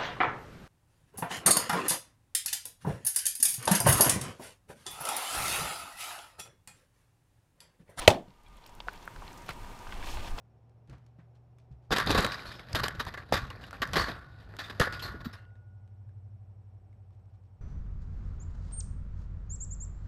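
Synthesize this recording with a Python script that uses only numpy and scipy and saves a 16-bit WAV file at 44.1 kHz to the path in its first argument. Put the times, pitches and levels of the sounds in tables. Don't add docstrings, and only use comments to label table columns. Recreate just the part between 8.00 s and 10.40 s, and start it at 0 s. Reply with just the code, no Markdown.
import sys
import numpy as np
from scipy import signal
from scipy.io import wavfile

SR = 44100
rng = np.random.default_rng(int(sys.argv[2]) if len(sys.argv) > 2 else 0)


def transcribe(u):
    v = np.clip(np.atleast_2d(u).T, -1, 1)
    q = np.round(v * 32767).astype(np.int16)
    wavfile.write(sys.argv[1], SR, q)


def level_to_linear(level):
    exponent = np.asarray(level, float) / 20
    return 10 ** exponent


N = 105840
BLOW_S = 0.078

# pitch in Hz, level in dB per Hz.
AIR_COLOUR = [(50, -13.5), (90, 1), (481, -9.5), (1200, -12), (1360, -14), (3050, -18), (3400, -21),
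              (6840, -26), (16000, -34.5)]
# pitch in Hz, width in Hz, level in dB.
MACHINE_HUM = [(950, 180, -53.5), (1210, 16, -60), (830, 100, -63), (1530, 31, -67)]
# time in seconds, level in dB.
WIND_LEVEL = [(0, -39), (0.3, -43.5), (.46, -40), (0.519, -33), (0.581, -43.5), (0.849, -43), (1.1, -54),
              (1.2, -42), (1.42, -55), (1.662, -40), (1.78, -55), (1.928, -45), (1.998, -36), (2.12, -38.5),
              (2.19, -31), (2.27, -45), (2.33, -34.5), (2.4, -47)]
# start in seconds, length in seconds, level in dB.
RUSTLE_STROKES = [(-.03, 0.11, -42), (.42, 0.24, -64.5), (0.618, 0.1, -61.5), (0.861, 0.13, -58),
                  (.98, 0.089, -59.5), (1.191, 0.15, -55.5), (1.47, 0.068, -44), (1.854, 0.162, -49),
                  (1.96, 0.18, -50.5), (2.04, 0.19, -46), (2.187, 0.14, -46), (2.359, 0.15, -41)]
# pitch in Hz, level in dB per Hz.
RUSTLE_COLOUR = [(180, -34), (300, -6.5), (528, -10), (946, -0.5), (1100, -13.5), (2930, -11),
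                 (16000, -40.5)]
# start in seconds, length in seconds, level in dB.
SLEEVE_SWEEPS = [
    (2.02, 0.18, -44.5),
    (2.19, .14, -51),
    (2.36, .08, -54.5),
]
# pitch in Hz, level in dB per Hz.
SLEEVE_COLOUR = [(1500, -10.5), (2500, 3), (6000, -4.5), (12500, -14), (16000, -20)]
# start in seconds, peak in dB, pitch in Hz, time to die by 60 dB in seconds.
SPLINTER_TICKS = [(.020, -29, 2880, 0.007), (.0508, -32, 2980, 0.012), (.2831, -55, 3300, 0.019),
                  (.3051, -53, 3460, 0.016), (.338, -60.5, 2780, .03), (.569, -48.5, 8770, 0.017),
                  (.6628, -40, 3680, 0.014), (.6645, -42, 10150, 0.021), (.7515, -42.5, 8500, 0.0047),
                  (.8032, -30, 2990, 0.021), (.879, -44.5, 3920, 0.097), (.932, -44, 12500, 0.022),
                  (1.0544, -42, 13500, .012), (1.075, -45, 9900, 0.008), (1.163, -43, 3500, 0.005),
                  (1.2792, -36, 3260, 0.011), (1.3755, -42, 5200, 0.052), (1.463, -42.5, 3950, 0.019),
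                  (1.484, -40, 3270, 0.037), (1.493, -31, 3250, 0.01), (1.501, -45, 2480, .04),
                  (1.534, -41, 8050, 0.0099), (1.79, -42.5, 5600, 0.018), (1.874, -40.5, 3470, 0.018),
                  (1.9235, -33, 2480, 0.018), (2.027, -35.5, 2370, 0.028), (2.0606, -36.5, 4900, 0.016),
                  (2.171, -33.5, 2760, 0.02), (2.375, -58, 4000, 0.011), (2.3869, -29.5, 3700, 0.011),
                  (2.394, -42, 11100, .012)]
# start in
# seconds, peak in dB, pitch in Hz, time to die by 60 dB in seconds.
MORE_TICKS = [(.4343, -60.5, 8990, .01), (.4836, -59, 8000, 0.012), (.640, -48, 3500, .01),
              (.6655, -49, 13340, 0.015), (.6745, -51, 6000, 0.018), (.6942, -53.5, 6440, .012),
              (.741, -55, 3500, 0.009), (.7515, -53.5, 14000, 0.0087), (.881, -55.5, 13150, 0.028),
              (.976, -48.5, 4030, 0.014), (1.025, -50.5, 5100, 0.044), (1.186, -52, 3500, .01),
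              (1.322, -55, 14000, .01), (1.33, -47, 6050, .012), (1.341, -50, 13400, .012),
              (1.377, -51, 11000, .015), (1.4195, -47, 7000, 0.024), (1.463, -50, 11000, 0.016),
              (1.4905, -42, 10900, 0.014), (1.4932, -50, 11000, 0.013), (1.523, -54, 11000, .012),
              (1.535, -54, 3800, 0.011), (1.647, -52, 3940, .012), (1.914, -49, 3000, 0.017),
              (1.975, -50, 8500, 0.027), (2.031, -47, 2800, 0.012), (2.077, -48, 13500, .012),
              (2.104, -41, 6000, .015), (2.26, -42, 2950, .02), (2.305, -48, 7500, 0.019),
              (2.377, -45, 6100, 0.016)]
# start in seconds, peak in dB, pitch in Hz,
# time to die by 60 dB in seconds.
FLOOR_BUMPS = [(.279, -45, 95, .09), (.300, -54, 190, .08), (.776, -47, 90, .06), (.880, -48, 110, .05),
               (1.185, -45, 80, .08), (1.494, -39, 90, .03), (1.975, -46, 150, .04), (2.098, -39, 194, .05),
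               (2.345, -43, 80, .05)]
# pitch in Hz, level in dB, time to die by 60 dB in seconds.
SQUEAK_TONES = [(2360, -53.5, 0.054), (3350, -60, 0.049), (3730, -61, 0.037)]
# start in seconds, peak in dB, pitch in Hz,
# time to die by 60 dB in seconds.
LEVER_KNOCKS = [(.7775, -50, 800, 0.013), (.8035, -33.5, 950, 0.01), (.8715, -39.5, 700, 0.057),
                (0.8844, -18.5, 1494, 0.008), (.9387, -41, 2230, .006), (.9766, -47.5, 900, 0.0079),
                (1.0771, -25.5, 1510, 0.0073), (1.1616, -36.5, 1530, 0.0086), (1.2220, -33, 1110, 0.021),
                (1.4905, -23.5, 1280, 0.0024), (1.4932, -33, 1330, 0.019), (1.5025, -40, 2250, 0.03),
                (1.6455, -40, 1600, 0.0082), (1.8695, -35.5, 1400, 0.0086), (1.8932, -39, 1560, 0.011),
                (1.9250, -33, 1550, 0.014), (2.0266, -38, 1570, 0.012), (2.1704, -35.5, 865, 0.066),
                (2.1715, -36, 1570, 0.016), (2.3826, -34, 1320, 0.0089)]
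KNOCK_RATIOS = [1, .72, 1.6]
KNOCK_LEVELS = [0, -6, -22]
# start in seconds, level in dB, time to die by 60 dB in seconds.
FIBRE_TEARS = [
    (.0768, -19.5, 0.023),
    (.0800, -26, .04),
    (0.091, -44.5, 0.22),
    (.1040, -35, .035),
]
# pitch in Hz, level in dB per Hz.
TEAR_COLOUR = [(3000, -10), (5000, -0.5), (8000, -1), (12000, -9), (16000, -12.5)]
# start in seconds, peak in dB, pitch in Hz, time to die by 60 dB in seconds.
EDGE_BITES = [
    (.0771, 5, 2565, .009),
    (.0793, 5, 2580, 0.0069),
    (.0860, -24, 3000, 0.031),
    (.1042, -13.5, 3400, 0.034),
]
# start in seconds, peak in dB.
LOG_THUDS = [
    (.0776, -15.5),
    (.0797, -1),
    (.0858, -24.5),
    (.1085, -25.5),
    (.1160, -20.5),
    (.1480, -34),
]
# pitch in Hz, level in dB, time to die by 60 dB in seconds.
LOG_TONES = [(104, -7, 0.04), (225.6, -25.5, .05), (385.7, -24, .04), (552.7, -11.5, 0.018),
             (628.6, -3, 0.046), (700, 1, 0.018), (799, -19.5, 0.049), (953, -9.5, 0.033),
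             (1245, -17.5, 0.033)]
# pitch in Hz, level in dB, time to die by 60 dB in seconds.
HEAD_TONES = [(2140, -5, 0.015), (2592, 0, 0.019), (3034, -5.5, 0.012), (4090, -6.5, 0.012),
              (4580, -25, 0.032), (5985, -15, 0.023), (6770, -20.5, 0.03), (8580, -23, 0.014)]
# pitch in Hz, level in dB per Hz.
SHED_COLOUR = [(60, -9.5), (320, -8), (480, -14), (640, -5), (850, -9.5), (1300, -20.5), (3300, -24),
               (8770, -29), (16000, -39.5)]
# pitch in Hz, time to die by 60 dB in seconds.
SHED_DECAY = [(60, 0.11), (240, 0.24), (600, 0.24), (1400, 0.15), (3000, 0.21), (8000, 0.082),
              (15000, 0.043)]
# pitch in Hz, level in dB.
WALL_ECHO = [(300, 3), (800, -6), (2000, -4), (5000, -18)]


def rms_one(x):
    return x / np.sqrt(np.mean(x ** 2) + 1e-20)


def at_hz(points, hz):
    pitch, value = np.transpose(points)
    return np.interp(np.log(hz), np.log(pitch), value)


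def drift(rate_hz):
    r = np.exp(-80 * np.pi * rate_hz / SR)
    noise = rng.standard_normal(N // 40 + 2002)
    slow = signal.lfilter([1], [1, -2 * r, r * r], noise)[2000:]
    return np.interp(np.arange(N) / 40, np.arange(len(slow)), rms_one(slow))


def since_blow():
    return np.clip(np.arange(N) / SR - BLOW_S, 0, None)


def soften(x, hz):
    return signal.sosfilt(signal.butter(2, hz, fs=SR, output="sos"), x)


def firm(x, hz):
    return signal.sosfilt(signal.butter(2, hz, "high", fs=SR, output="sos"), x)


def band_pass(x, low, high, order=2):
    return signal.sosfilt(signal.butter(order, [low, high], "band", fs=SR, output="sos"), x)


def ring(x, hz, t60):
    r, w = level_to_linear(-60 / (t60 * SR)), 2 * np.pi * hz / SR
    return signal.lfilter([0, np.sin(w)], [1, -2 * r * np.cos(w), r * r], x + 1e-18)


def bands(colour, source, envelope):
    out, total = 0, 0
    edges = 35 * 2 ** np.arange(0, 9.1, 1 / 3)
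    for k, (low, high) in enumerate(zip(edges, edges[1:])):
        hz = np.sqrt(low * high)
        band = level_to_linear(at_hz(colour, hz)) * band_pass(source[k % 2], low, high)
        out = out + band * envelope(hz)
        total = total + np.mean(band ** 2)
    return out / np.sqrt(total)


def strokes(rows):
    t = np.arange(N) / SR
    return sum(level_to_linear(db) * np.sin(np.pi * np.clip((t - s) / length, 0, 1)) for s, length, db in rows)


def add(out, s, sound):
    i = int(s * SR)
    out[i:i + len(sound)] += sound[:len(out) - i]


def snaps(rows, width, click=7.4, rise_s=1e-6, order=2):
    out, t = np.zeros(N), np.arange(3000) / SR
    for s, db, hz, t60 in rows:
        noise = rng.standard_normal(3000) * (1 - np.exp(-t / rise_s))
        push = (noise - click * (t == 0)) * level_to_linear(-60 * t / t60)
        burst = band_pass(push, hz / width, min(hz * width, 17000), order)
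        add(out, s, level_to_linear(db) * burst / np.abs(burst).max())
    return out


def strike(rows, tones, spread_db):
    out, chance = 0, rng.standard_normal((len(rows), len(tones)))
    hits = [int(row[0] * SR) for row in rows]
    hit_db = np.array([row[1] for row in rows])
    for k, (hz, level_db, t60) in enumerate(tones):
        clicks = np.zeros(N)
        clicks[hits] = level_to_linear(hit_db + level_db + spread_db * chance[:, k])
        out = out + ring(clicks, hz, t60)
    return out


def outdoor_air():
    shared = drift(26)
    noise = rng.standard_normal((2, N))
    return level_to_linear(-48.5) * bands(AIR_COLOUR, noise, lambda hz: level_to_linear(0.45 * shared + 0.61 * drift(31)))


def far_machine():
    out = 0
    for hz, width, db in MACHINE_HUM:
        hum = rms_one(ring(rng.standard_normal(N), hz, 6.6 / width))
        out = out + level_to_linear(db + 0.84 * drift(8)) * hum
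    return out


def wind():
    gust = rms_one(band_pass(rng.standard_normal(N + SR), 12, 36.7)[SR:])
    level_db = np.interp(np.arange(N) / SR, *np.transpose(WIND_LEVEL)) + 1.5 * drift(3.3)
    return level_to_linear(level_db) * gust


def gain_db():
    drop_db, fall_s, hold_s, recover_s = -16, 0.03, 0.37, 0.54
    t = since_blow()
    return drop_db * (1 - np.exp(-t / fall_s)) * np.exp(-np.clip(t - hold_s, 0, None) / recover_s)


def background():
    return level_to_linear(gain_db()) * (outdoor_air() + far_machine() + wind())


def jacket():
    grains_per_s, spread_db = 3000, 3
    sizes = level_to_linear(spread_db * np.minimum(rng.exponential(1, (2, N)), 3.5)) * rng.choice([-1, 1], (2, N))
    grains = (rng.random((2, N)) < grains_per_s / SR) * sizes
    shared, white = drift(37), rng.standard_normal((2, N))
    rub = bands(RUSTLE_COLOUR, grains + 0.38 * white, lambda hz: level_to_linear(2.8 * shared + 2.0 * drift(40)))
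    sweep = bands(SLEEVE_COLOUR, white[::-1], lambda hz: level_to_linear(0.87 * shared))
    return strokes(RUSTLE_STROKES) * rub + strokes(SLEEVE_SWEEPS) * sweep


def ticks():
    rise_s = 0.00023
    splinters = snaps(SPLINTER_TICKS, 1.45, 6.6, rise_s, order=3)
    return splinters + snaps(MORE_TICKS, 1.36, 1.5, rise_s, order=4)


def bumps():
    return snaps(FLOOR_BUMPS, width=1.64)


def squeak():
    start_s = 0.4627
    return strike([(start_s, -3), (start_s + 0.0066, -5)], SQUEAK_TONES, 1.3)


def knocks():
    tail, tail_s, soft_hz = 0.033, 0.0052, 2150
    out, t = np.zeros(N), np.arange(3000) / SR
    for s, db, hz, t60 in LEVER_KNOCKS:
        scrape = tail * rng.standard_normal(3000) * np.exp(-t / tail_s)
        push = soften((t == 0) + scrape, soft_hz)
        tones = sum(level_to_linear(d) * ring(push, hz * q, t60) for q, d in zip(KNOCK_RATIOS, KNOCK_LEVELS))
        sound = firm(tones, 0.58 * hz)
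        add(out, s, -level_to_linear(db) * sound / np.abs(sound).max())
    return out


def tearing():
    t = np.arange(N) / SR
    shape = sum(level_to_linear(db - 60 * np.clip(t - s, 0, None) / t60) * (t > s) for s, db, t60 in FIBRE_TEARS)
    return shape * bands(TEAR_COLOUR, rng.standard_normal((2, N)), lambda hz: level_to_linear(0.7 * drift(150)))


def shed_answer():
    rise_s, echo_s, echo_rise_s = 0.0034, 0.064, 0.008
    t = since_blow()
    rise = 1 - np.exp(-t / rise_s)
    late = 1 - np.exp(-np.clip(t - echo_s, 0, None) / echo_rise_s)

    def envelope(hz):
        dying = level_to_linear(-60 * t / at_hz(SHED_DECAY, hz) + 2.0 * drift(40))
        return (rise + level_to_linear(at_hz(WALL_ECHO, hz)) * late) * dying

    return level_to_linear(-17) * bands(SHED_COLOUR, rng.standard_normal((2, N)), envelope)


def blow():
    bite = level_to_linear(-5.5) * snaps(EDGE_BITES, width=1.2)
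    head = level_to_linear(-11.5) * soften(strike(EDGE_BITES, HEAD_TONES, 2.1), 7000)
    log = soften(strike(LOG_THUDS, LOG_TONES, 0.55), 900)
    return firm(bite - head + log + shed_answer(), 75.6)


def scene():
    around = background() + jacket()
    loosening = ticks() + bumps() + squeak() + knocks()
    return (around + loosening + tearing() + blow())[None]


def top_cut(x):
    return signal.sosfilt(signal.butter(12, 16130, fs=SR, output="sos"), x)


def record(dry):
    clipped = np.clip(dry, -0.97, 0.97)
    treble_cut = signal.cheby2(14, 60, 16300, fs=SR, output="sos")
    mix = signal.sosfilt(treble_cut, clipped)
    return top_cut(mix)


dry = scene()
out = record(dry)
transcribe(out)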